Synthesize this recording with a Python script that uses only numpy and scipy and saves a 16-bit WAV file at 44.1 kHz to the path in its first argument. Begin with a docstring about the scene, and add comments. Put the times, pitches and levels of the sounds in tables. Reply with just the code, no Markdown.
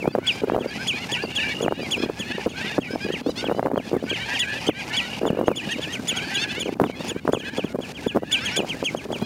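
"""A seabird colony across shallow water on a windy day: sharp falling kips, gull yelps, thin whistles
and trills over a far crowd of calls and the hiss of reeds and ripples. The birds are gliding tones with
overtones, the hiss is filtered noise. Wind buffets the microphone in short low pops, with flutter and
rumble around them. A gain control ducks the colony under the pops, then lets it climb back steadily;
further dips of the level come some between the pops and some under them."""
import sys
import numpy as np
from scipy import signal
from scipy.fft import rfft, irfft, next_fast_len
from scipy.io import wavfile
from scipy.ndimage import uniform_filter1d

SR = 44100
rng = np.random.default_rng(int(sys.argv[2]) if len(sys.argv) > 2 else 0)


def gain_from_db(level_db):
    """Convert decibel levels to linear amplitude factors (20 dB per decade)."""
    decades = np.asarray(level_db, float) / 20
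    return 10 ** decades


def generate_wav(signal):
    """Clip the signal to [-1, 1] and save it as 16-bit WAV at the path in sys.argv[1]."""
    frames = np.transpose(np.atleast_2d(signal))
    scaled = np.clip(frames, -1, 1) * 32767
    pcm = np.round(scaled).astype(np.int16)
    wavfile.write(sys.argv[1], SR, pcm)


N = 407925  # length of the scene in samples

# colour of the wind's flutter and of the wakes behind the pops: (f/Hz, level/dB)
FLUTTER_COLOUR = [(60, -21), (150, -7.5), (250, 1), (450, -7.5), (800, -17), (1500, -26), (3000, -47)]


def evened(x):
    """Scales to an rms (average strength) of 1."""
    return x / np.sqrt(np.mean(x ** 2) + 1e-20)


def noise(size):
    """Plain white noise."""
    return rng.standard_normal(size)


def wobble(size, span):
    """Smooth random waver of rms 1: noise averaged twice over a span of samples."""
    once = uniform_filter1d(noise(size), int(span))
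    return evened(uniform_filter1d(once, int(span)))


def curve(rows):
    """Joins the points of a table (t/s, value) into one value per sample."""
    return np.interp(np.arange(N) / SR, *np.transpose(rows))


def coloured(x, points):
    """Filters a sound by a spectrum of (f/Hz, level/dB)."""
    size = next_fast_len(len(x))
    f, db = np.transpose(points)
    hz = np.fft.rfftfreq(size, 1 / SR)
    gain = gain_from_db(np.interp(np.log(hz + 1), np.log(f + 1), db))
    return irfft(rfft(x, size) * gain, size)[:len(x)]


def add(mix, s, sound):
    """Mixes a sound in at time s, in seconds; a start before zero is moved to zero."""
    part = mix[max(round(s * SR), 0):][:len(sound)]
    part += sound[:len(part)]


def flutter():
    """Wind as small random lumps of low noise, and its steady push as a rumble."""
    # strength of the lumpy flutter between the pops: (t/s, level/dB)
    gusts = [(0.0, -33), (0.2, -44.5), (0.62, -40), (1.03, -41), (1.85, -35), (2.86, -39.5), (3.4, -35.5),
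             (3.6, -34), (4.3, -47), (4.51, -41.5), (5.44, -39), (5.56, -35), (6.57, -38.5), (6.75, -32.5),
             (8.22, -41), (9.25, -30)]
    # colour of the steady push of the wind: (f/Hz, level/dB)
    rumble_colour = [(25, -50), (60, 0), (130, 6.5), (250, 6.5), (500, -37.5)]
    lumps = noise(N) * gain_from_db(6.8 * wobble(N, 265))
    lumps = gain_from_db(curve(gusts)) * evened(coloured(lumps, FLUTTER_COLOUR))
    rumble = gain_from_db(-39.5) * evened(coloured(noise(N), rumble_colour))
    return lumps, rumble


def whistle(s, length, start_hz, end_hz, level_db):
    """One wavering tone on a glide that bulges upward, with a faint octave."""
    share = np.arange(0, 1, 1 / (length * SR))
    bulge = 1 + 0.0234 * np.sin(np.pi * share)
    hz = (start_hz + (end_hz - start_hz) * share) * bulge
    turn = 2 * np.pi * np.cumsum(hz * (1 + 0.011 * wobble(len(share), 160))) / SR
    tone = np.sin(turn) + gain_from_db(-24) * np.sin(2 * turn)
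    loudness = gain_from_db(level_db + 7 + 1.4 * wobble(len(share), 93))
    return s, loudness * tone * signal.windows.tukey(len(share), .35)


def yelp(s, length, top_hz, climb, level_db, beak_hz, jitter=0.0048):
    """A stack of harmonics that climbs, then drops; the open beak favours those near its resonance."""
    # shape of the pitch: (share of the call, share of the climb still below the top)
    arch_points = [(0, 1), (.1, .75), (.72, 0), (.86, .15), (1, .8)]
    share = np.arange(0, 1, 1 / (length * SR))
    size = len(share)
    arch = 1 - climb * np.interp(share, *np.transpose(arch_points))
    turn = 2 * np.pi * np.cumsum(top_hz * arch * (1 + jitter * wobble(size, 93))) / SR
    stack = np.zeros(size)
    for k in range(1, 12):
        distance = abs(np.log(k * top_hz / beak_hz) / 0.36)
        stack += np.sin(k * turn + k * k) / (1 + distance ** 2.67)
    stack *= 1 + .15 * wobble(size, 14)  # breath roughens each swing
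    waver_db = 1.5 * wobble(size, 300)
    swell = signal.windows.tukey(size, .25) * (.7 + .5 * share)
    return s, gain_from_db(level_db + waver_db) * evened(stack) * swell


def rasp(length, rate_hz):
    """A grating cry: breath chopped by an uneven flutter of the throat."""
    size = round(length * SR)
    beat = np.cumsum(rate_hz * (1 + .2 * wobble(size, 100))) / SR % 1
    return np.exp(-beat / 0.35) * noise(size) * np.hanning(size) ** .5


def crowd(count=300):
    """Hundreds of hoarse yelps and grating cries from far birds, smeared by reeds and water."""
    # far calls running together: (t/s, level/dB)
    crowd_level = [(0.0, -36), (1.05, -33), (2.47, -35), (3.73, -37), (4.12, -34), (4.3, -30.5),
                   (5.05, -34.5), (5.49, -36.5), (5.72, -38), (6.52, -33), (6.77, -37.5), (7.52, -32.5),
                   (7.63, -37), (7.83, -44.5), (8.45, -28.5), (9.25, -53)]
    # colour of the grating cries: (f/Hz, level/dB)
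    rasp_colour = [(410, -26), (700, -3), (822, 2), (1140, -13.5), (1630, -22), (1950, -8.5), (2500, -0.5),
                   (3910, -17), (4790, -9), (9000, -30), (11700, -28), (19800, -120)]
    calls, rasps = np.zeros((2, N))
    for s, length, pitch, size, beak, bend in rng.random((count, 6)):
        call = yelp(s * N / SR, .04 + .07 * length, 720 + 300 * pitch, 0.06055 + .2 * bend,
                    -12 * size, 1500 + 1500 * beak, jitter=0.015)
        add(calls, *call)
        cry = rasp(0.028 + .06 * beak, 120 + 200 * size)
        add(rasps, (1 - s) * N / SR, gain_from_db(-14 * bend) * cry)
    t = np.arange(SR // 4) / SR
    echo = noise(len(t)) * gain_from_db(-60 * t / 0.033)  # falls by 60 dB in 33 ms
    smear = evened(signal.oaconvolve(calls, echo)[:N])
    grating = evened(coloured(rasps, rasp_colour))
    return gain_from_db(curve(crowd_level)) * evened(evened(calls) + 0.45 * smear + 0.72 * grating)


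def reeds_and_ripples():
    """Reeds and ripples: noise shaped into a hiss whose level flickers."""
    # colour of the hiss: (f/Hz, level/dB)
    hiss_colour = [(60, -6), (400, 14.5), (1200, 3), (4000, 1), (8000, -5.5), (11000, -14.5), (14000, -16),
                   (16000, -34)]
    flicker_db = 2.5 * wobble(N, 300)
    return gain_from_db(-41.5 + flicker_db) * evened(coloured(noise(N), hiss_colour))


def pop(s, peak_db, hz, phase, width):
    """An eddy hits the diaphragm: a swing or two; the harder ones carry a sharper edge."""
    turns = np.arange(-2.5, 2.5, hz / SR)
    swing = np.exp(-(turns / (0.44 + 0.49 * width)) ** 2) * np.sin(2 * np.pi * (turns + phase))
    edge = np.exp(-(turns / 0.22) ** 2) * np.sin(2 * np.pi * (1.82 * turns + 3 * phase))
    return s + turns[0] / hz, gain_from_db(peak_db) * (swing + 1.8 * gain_from_db(peak_db) * edge)


def pops():
    """Strong pops and lesser eddies round them, with a brief rush of air and a turbulent wake."""
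    # the strong wind pops on the microphone, before the low cut: (t/s, level/dB, f/Hz)
    strong_pops = [(0.043, -13, 327), (0.057, -13.5, 680), (0.077, -8.5, 435), (0.152, -8, 536),
                   (0.186, -12, 434), (0.424, -19, 362), (0.437, -11.5, 407), (0.446, -22, 392),
                   (0.483, -16, 434), (0.499, -9, 740), (0.521, -10, 484), (0.536, -14, 370),
                   (0.547, -12.5, 731), (0.564, -8, 452), (0.58, -14, 510), (0.589, -17, 662),
                   (0.611, -15.0, 382), (0.661, -14.5, 467), (1.124, -18.0, 358), (1.239, -11.5, 396),
                   (1.61, -13, 440), (1.631, -16, 462), (1.64, -13, 413), (1.663, -10.0, 387),
                   (1.682, -6.5, 680), (1.724, -8, 493), (1.796, -18.5, 456), (1.981, -19.5, 429),
                   (2.003, -19, 354), (2.036, -11, 330), (2.062, -16, 378), (2.09, -21, 501),
                   (2.099, -11, 425), (2.383, -12.5, 432), (2.463, -11.0, 450), (2.47, -17, 458),
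                   (2.479, -17, 325), (2.782, -8.5, 545), (2.938, -17.5, 338), (2.959, -14, 630),
                   (3.065, -17.5, 418), (3.091, -20.5, 377), (3.104, -15, 408), (3.264, -12.5, 473),
                   (3.274, -18.0, 370), (3.294, -11.5, 406), (3.43, -20, 381), (3.443, -12, 542),
                   (3.468, -15, 394), (3.487, -13, 409), (3.497, -10.5, 590), (3.514, -8, 456),
                   (3.549, -17.0, 540), (3.578, -16, 405), (3.595, -8.5, 678), (3.629, -10.5, 540),
                   (3.646, -24, 391), (3.661, -11.5, 828), (3.67, -8, 467), (3.683, -15.0, 490),
                   (3.702, -19, 431), (3.716, -13, 630), (3.735, -13, 367), (3.76, -12, 766),
                   (3.778, -9, 504), (3.801, -20, 586), (3.916, -16.5, 436), (3.932, -11.5, 358),
                   (3.941, -12.5, 464), (3.967, -14.5, 425), (4.04, -15, 382), (4.115, -13.5, 408),
                   (4.676, -15.5, 400), (4.69, -8, 376), (5.216, -14, 435), (5.232, -15.5, 455),
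                   (5.243, -19, 520), (5.254, -9.5, 570), (5.278, -11, 465), (5.285, -27, 435),
                   (5.304, -12, 465), (5.317, -26, 480), (5.331, -13.5, 388), (5.373, -13.5, 478),
                   (5.391, -12, 472), (5.398, -17, 431), (5.413, -9, 480), (5.439, -14, 360),
                   (5.475, -17, 440), (5.482, -4.5, 610), (5.516, -10, 433), (5.795, -16.5, 475),
                   (6.129, -17, 386), (6.582, -17, 368), (6.66, -17, 407), (6.682, -18, 338),
                   (6.692, -12, 415), (6.8, -4.5, 496), (6.811, -12.5, 495), (6.84, -8, 890),
                   (6.899, -14.5, 414), (7.118, -17.5, 352), (7.164, -13.5, 328), (7.278, -4, 520),
                   (7.289, -14, 508), (7.334, -7, 513), (7.349, -9.5, 435), (7.584, -12.0, 398),
                   (7.594, -15, 448), (7.646, -15.5, 350), (7.749, -20, 469), (7.757, -13.5, 386),
                   (7.789, -15, 420), (8.068, -11.5, 394), (8.163, -9.5, 464), (8.172, -7, 470),
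                   (8.183, -21, 410), (8.234, -15, 520), (8.577, -14, 464), (8.593, -10, 323),
                   (8.622, -19, 419), (8.635, -19, 572), (8.647, -17.5, 534), (8.828, -11, 373),
                   (8.949, -11, 496), (9.054, -19, 384), (9.105, -15.5, 491), (9.13, -13.5, 660)]
    small_chance = 10.5 * N / SR / len(strong_pops)  # 10.5 small pops per second on average
    out = np.zeros(N)
    draws = rng.random((len(strong_pops), 6))
    for (s, db, hz), (phase, width, chance, lag, size, tone) in zip(strong_pops, draws):
        add(out, *pop(s, db, hz, phase, width))
        if chance < small_chance:
            small_s = s + .04 * (lag - .4)
            small_db = db - 4.5 * (.5 + size)
            add(out, *pop(small_s, small_db, 367 * (0.92 + .5 * tone), width, phase))
    strength = uniform_filter1d(out ** 2, 60)  # squared, so mostly the hardest pops rush in the treble
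    air = evened(coloured(noise(N), [(1500, -30), (3000, 0), (16000, -30)]))
    rush = gain_from_db(-24) * strength * air
    # the wake dies away over about 4.4 ms
    fading = signal.lfilter([1], [1, -np.exp(-1 / (0.0044 * SR))], abs(out)) / (0.0061 * SR)
    wake = gain_from_db(3.5) * fading * evened(coloured(noise(N), FLUTTER_COLOUR))
    low_cut = signal.butter(2, 150, "high", fs=SR, output="sos")
    return signal.sosfilt(low_cut, out) + rush + wake


def dips(wind):
    """Gain control: falls with the power of the pops, and at listed dips, then climbs back steadily."""
    # further dips, some between the pops and some under them, before smoothing: (t/s, depth/dB)
    extra_dips = [(.004, 6.5), (0.41, 10), (.715, 7), (1.32, 6.5), (1.768, 15), (2.324, 14.5), (2.419, 5.5),
                  (3.213, 21), (3.324, 7), (3.652, 25), (3.696, 29.5), (3.897, 8), (.035, 6), (5.751, 5.5),
                  (8.983, 9.5), (9.055, 14.5), (5.195, 13.5), (6.461, 8.5), (6.634, 11), (6.743, 24.5),
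                  (6.917, 18.5), (7.131, 14.5), (7.198, 18.5), (7.415, 12), (7.499, 13.5), (7.729, 22.5),
                  (7.923, 15.5), (8.203, 18.5), (9.217, 15)]
    window_s, duck_from_db, duck_slope, recovery_db_per_s = 0.0052, -30, 1.086, 152
    wind_power = abs(uniform_filter1d(wind ** 2, round(window_s * SR)))
    power_db = 10 * np.log10(wind_power + 1e-12)
    depth_db = duck_slope * np.maximum(power_db - duck_from_db, 0)
    for s, db in extra_dips:
        depth_db[round(s * SR)] = db
    climb = np.arange(N) * recovery_db_per_s / SR
    # the deepest dip so far holds, less what has been regained since
    held_db = np.maximum.accumulate(depth_db + climb) - climb
    return gain_from_db(-uniform_filter1d(held_db, 60))


def gull(s, length, top_hz, level_db, beak_hz):
    """A near yelp: the further its top pitch lies from a calm 850 Hz, the further it climbs."""
    push = min(.0011 * abs(top_hz - 850), .15)
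    return yelp(s, length, top_hz, 0.0684 + push, level_db, beak_hz)


def kip(s, level_db, top_hz, second_db):
    """A near sine leaps up and slides down; overtones flash at the top, and the start is hoarse."""
    # harmonics 2 to 4: (level under the second harmonic's setting/dB, how fast it fades on the slide)
    upper_harmonics = [(-0.5, 1.25), (-14, 0.31), (-22.5, 0.61)]
    leap_s, slide_s, round_s = 0.018, .049, 0.00916  # the last rounds over the top
    t = np.arange(-leap_s, slide_s, 1 / SR)
    before = np.maximum(-t / leap_s, 0)
    after = np.maximum(t, 0)
    slide = np.hypot(after, round_s) - round_s
    steepness = .36 + 0.00039 * max(3450 - top_hz, 0)  # lower-voiced birds slide further
    pitch = 1 - .45 * before ** 2.8 - steepness * np.tanh(1.6 * slide / slide[-1])
    turn = 2 * np.pi * np.cumsum(top_hz * pitch) / SR
    low_db = -14 * before ** 0.65 - 18.5 * (after / slide_s) ** 3
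    high_db = -15.4 * before - 30 * np.tanh((after / 0.023) ** 1.7)
    upper = np.zeros(len(t))
    for k, (db, fade) in enumerate(upper_harmonics, 2):
        upper += gain_from_db(db + fade * high_db) * np.sin(k * turn)
    # while the voice sets in: lines half way between the harmonics, and breath
    breath = 1.2 * uniform_filter1d(noise(len(t)), 4)
    hoarse = np.sin(1.5 * turn) + np.sin(2.5 * turn) + breath
    onset = gain_from_db(-14.5) * np.exp(-((t + 0.0082) / 0.0038) ** 2)
    sound = gain_from_db(low_db) * np.sin(turn) + gain_from_db(second_db) * upper + onset * hoarse
    return s - leap_s, gain_from_db(level_db + 2 + 1.4 * wobble(len(t), 90)) * sound


def trill(s, length, start_hz, level_db):
    """A rising, wavering tone chopped into blips that start a little fast."""
    t = np.arange(0, length, 1 / SR)
    pace = 57.3 * (1 + .1 * np.exp(-t / .1))  # blips per second
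    gate = np.sin(np.pi * np.clip(np.cumsum(pace) / SR % 1 / .75, 0, 1)) ** 2
    hz = start_hz * (1 + .08 * t + 0.0067 * wobble(len(t), 320))
    turn = 2 * np.pi * np.cumsum(hz) / SR
    loudness = gain_from_db(level_db + 8 + 3 * wobble(len(t), 900))
    return s, loudness * gate * np.sin(turn) * signal.windows.tukey(len(t), .1)


def shore(x):
    """Bounces off water and sand: a faint short tail of fading noise, starting after 4 ms."""
    t = np.arange(SR // 5) / SR
    tail = noise(len(t)) * gain_from_db(-60 * t / 0.16) * (t > .004)
    return x + gain_from_db(-19.0) * signal.oaconvolve(x, tail / np.linalg.norm(tail))[:N]


def colony(dip):
    """Near birds, which ride the dips a little better, over the far crowd and the hiss."""
    # Levels here are settings that each voice shapes further.
    # thin gliding whistles: (t/s, length/s, start f/Hz, end f/Hz, level/dB)
    whistle_rows = [(0, 0.041, 2840, 2050, -34.5), (0.118, 0.029, 4600, 4640, -40.5),
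                    (0.317, .032, 5100, 4660, -42.5), (.454, 0.028, 2300, 1870, -52),
                    (.647, 0.15, 2280, 2050, -48), (0.672, 0.033, 4770, 4480, -41),
                    (0.924, .07, 2528, 2170, -36.5), (1.22, 0.047, 4800, 4360, -39),
                    (1.397, 0.043, 2960, 2430, -30.5), (1.423, .12, 2364, 2180, -33.5),
                    (1.789, 0.1, 2580, 1960, -39), (1.812, 0.027, 4760, 4765, -41),
                    (1.969, .1, 5050, 5000, -43), (2.899, 0.071, 4980, 5150, -46),
                    (3.003, 0.084, 5030, 4600, -45), (3.55, .06, 4550, 4900, -53),
                    (.497, 0.072, 3200, 3070, -47), (0.786, .09, 5070, 4850, -49),
                    (4.03, .05, 4750, 4700, -52), (4.785, 0.045, 2440, 1900, -39),
                    (2.626, 0.05, 1850, 1930, -38), (2.813, 0.076, 2850, 2110, -36),
                    (2.96, .053, 2400, 1900, -47), (3.94, 0.051, 2300, 1680, -41),
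                    (4.42, 0.027, 1700, 1500, -40), (5.344, 0.06, 2320, 2788, -48),
                    (5.482, 0.067, 2840, 2120, -35), (6.918, 0.041, 2320, 2000, -35.5),
                    (6.217, .1, 4430, 4500, -47.5), (6.223, 0.086, 2960, 3000, -54),
                    (0.035, 0.073, 2100, 2650, -40), (7.419, .039, 2920, 3050, -43),
                    (8.415, .038, 4940, 5520, -43.5), (8.527, 0.026, 5250, 5520, -41)]
    # gull yelps: (t/s, length/s, top f/Hz, level/dB, beak resonance f/Hz)
    yelp_rows = [(0.069, 0.054, 870, -34, 2668), (.688, 0.047, 830, -35.5, 2600),
                 (0.857, 0.036, 877, -39, 3256), (1.387, 0.054, 1010, -34, 3260),
                 (1.487, 0.043, 870, -36, 3380), (1.766, 0.043, 900, -31.5, 2430),
                 (1.814, 0.054, 823, -38, 2804), (1.978, 0.082, 888, -33, 3260),
                 (2.017, 0.038, 842, -24, 2750), (2.069, 0.048, 833, -39, 1900),
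                 (2.152, 0.047, 850, -43, 1960), (2.306, 0.063, 964, -26, 2370),
                 (2.48, 0.056, 850, -46, 3070), (2.593, 0.046, 914, -34.5, 2460),
                 (2.639, 0.063, 722, -33, 2500), (2.699, .044, 946, -34, 2320), (3, 0.071, 836, -31, 2160),
                 (3.081, 0.051, 947, -31, 2140), (3.225, .056, 866, -39, 3560),
                 (3.256, 0.069, 1010, -33, 4100), (3.355, 0.062, 928, -32.5, 3940),
                 (4.068, 0.075, 806, -32.5, 1850), (4.283, 0.087, 945, -30, 2190),
                 (4.525, 0.062, 894, -32.5, 2190), (4.556, 0.039, 827, -36, 2442),
                 (4.729, 0.092, 820, -32, 2210), (4.906, .071, 772, -32.5, 2320),
                 (4.926, 0.036, 1544, -28.5, 3300), (8.245, 0.048, 907, -44, 2650),
                 (7.176, .06, 925, -49, 3500), (5.687, 0.049, 956, -27.5, 2280),
                 (5.607, 0.0446, 1002, -36.5, 1850), (5.864, 0.068, 977, -36, 2180),
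                 (6.367, 0.084, 912, -27.5, 3230), (6.482, 0.043, 888, -30, 2880),
                 (6.546, 0.052, 758, -31, 2500), (6.943, 0.036, 850, -35, 2940),
                 (6.976, 0.053, 940, -35.5, 3180), (7.078, .04, 946, -42, 3003),
                 (7.445, 0.047, 867, -32, 2550), (8.377, 0.069, 910, -35.5, 2840),
                 (9.04, 0.018, 880, -57, 2930), (9.209, 0.089, 850, -29.5, 3030)]
    # sharp falling kips: (t at the pitch top/s, level/dB, top f/Hz, second harmonic level/dB)
    kip_rows = [(0.279, -16, 3420, -18), (0.606, -33.5, 3370, -13), (0.885, -19.5, 3390, -8.5),
                (1.129, -21, 3430, -8), (1.365, -21.5, 3400, -10), (1.629, -24.5, 3430, 0.5),
                (1.922, -20.5, 3425, -7), (2.202, -29, 3410, -4.5), (2.501, -33.5, 3350, -1.5),
                (2.815, -29.5, 3300, -10), (3.132, -24.5, 3240, -13), (3.454, -27, 3340, -30),
                (3.777, -29, 3290, -16), (4.105, -21.5, 3280, -18), (4.142, -26, 3220, -14),
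                (4.352, -25, 3230, -18), (4.404, -19, 3480, -7.5), (4.677, -21, 3210, -10.5),
                (4.687, -22, 3480, -25), (4.797, -33.5, 3320, -11), (4.976, -19.5, 3424, -12),
                (5.272, -26.5, 3516, -5), (5.475, -36, 3270, 1), (5.57, -20.5, 3480, -5),
                (5.721, -27.5, 3270, -4), (5.827, -27.5, 3490, -11), (5.935, -28.5, 3230, -4),
                (6.09, -22, 3490, -0.5), (6.173, -27, 3320, -4.5), (6.353, -24.5, 3440, -4),
                (6.425, -33, 3230, -2.5), (6.607, -27.5, 3500, -1), (6.655, -30.5, 3230, -8),
                (6.852, -33, 3600.0, -12), (7.093, -29.5, 3495, 1), (7.337, -21, 3480, -2.5),
                (7.398, -30, 3310, -8), (7.582, -24, 3430, -12), (7.654, -34.5, 3360, -10),
                (7.823, -32, 3410, -10), (7.956, -30, 3270, -19.2), (8.081, -21, 3470, -10),
                (8.33, -16.5, 3490, -8), (8.462, -23.5, 3315, -5), (8.576, -16.5, 3470, -4),
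                (8.698, -26.5, 3240, -15), (8.855, -18, 3310, -6.5), (8.975, -31, 3290, -2.5),
                (9.132, -28, 3390, -9), (9.209, -43, 3360, -25)]
    # trills of short blips: (t/s, length/s, start f/Hz, level/dB)
    trill_rows = [(1.12, .63, 2740, -36.5), (5.047, 0.66, 2800, -40), (2.66, .13, 3620, -43.5),
                  (3.83, 0.16, 3470, -51)]
    near = np.zeros(N)
    voices = ((whistle, whistle_rows), (gull, yelp_rows), (kip, kip_rows), (trill, trill_rows))
    for voice, rows in voices:
        for row in rows:
            add(near, *voice(*row))
    far = crowd() + reeds_and_ripples()
    return shore(near) * dip ** 0.72 + far * dip


def scene():
    """Colony, flutter and rumble under the gain control (the wind gives way less), plus the pops."""
    lumps, rumble = flutter()
    wind = pops()
    dip = dips(wind)
    return (colony(dip) + lumps * dip ** 0.073 + rumble * dip ** 0.27 + wind)[None]


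def top_cut(x):
    """Nothing passes above the cut-off."""
    return signal.sosfilt(signal.butter(12, 16490, fs=SR, output="sos"), x)


def record(dry):
    """The microphone's low cut, soft overload and narrow housing dip; the top treble is also cut off."""
    low_cut = signal.butter(2, 40, "high", fs=SR, output="sos")
    cut = signal.sosfilt(low_cut, dry)
    soft = .85 * np.tanh(cut / .85)
    treble_limit = signal.firwin(511, 15850, window=("kaiser", 9), fs=SR)  # not part of the microphone
    limited = signal.oaconvolve(soft, treble_limit[None], "same")
    b, a = signal.iirnotch(7810, 35, SR)  # housing dip at 7810 Hz
    finished = signal.lfilter(b, a, limited)
    return top_cut(finished)


dry = scene()
out = record(dry)
generate_wav(out)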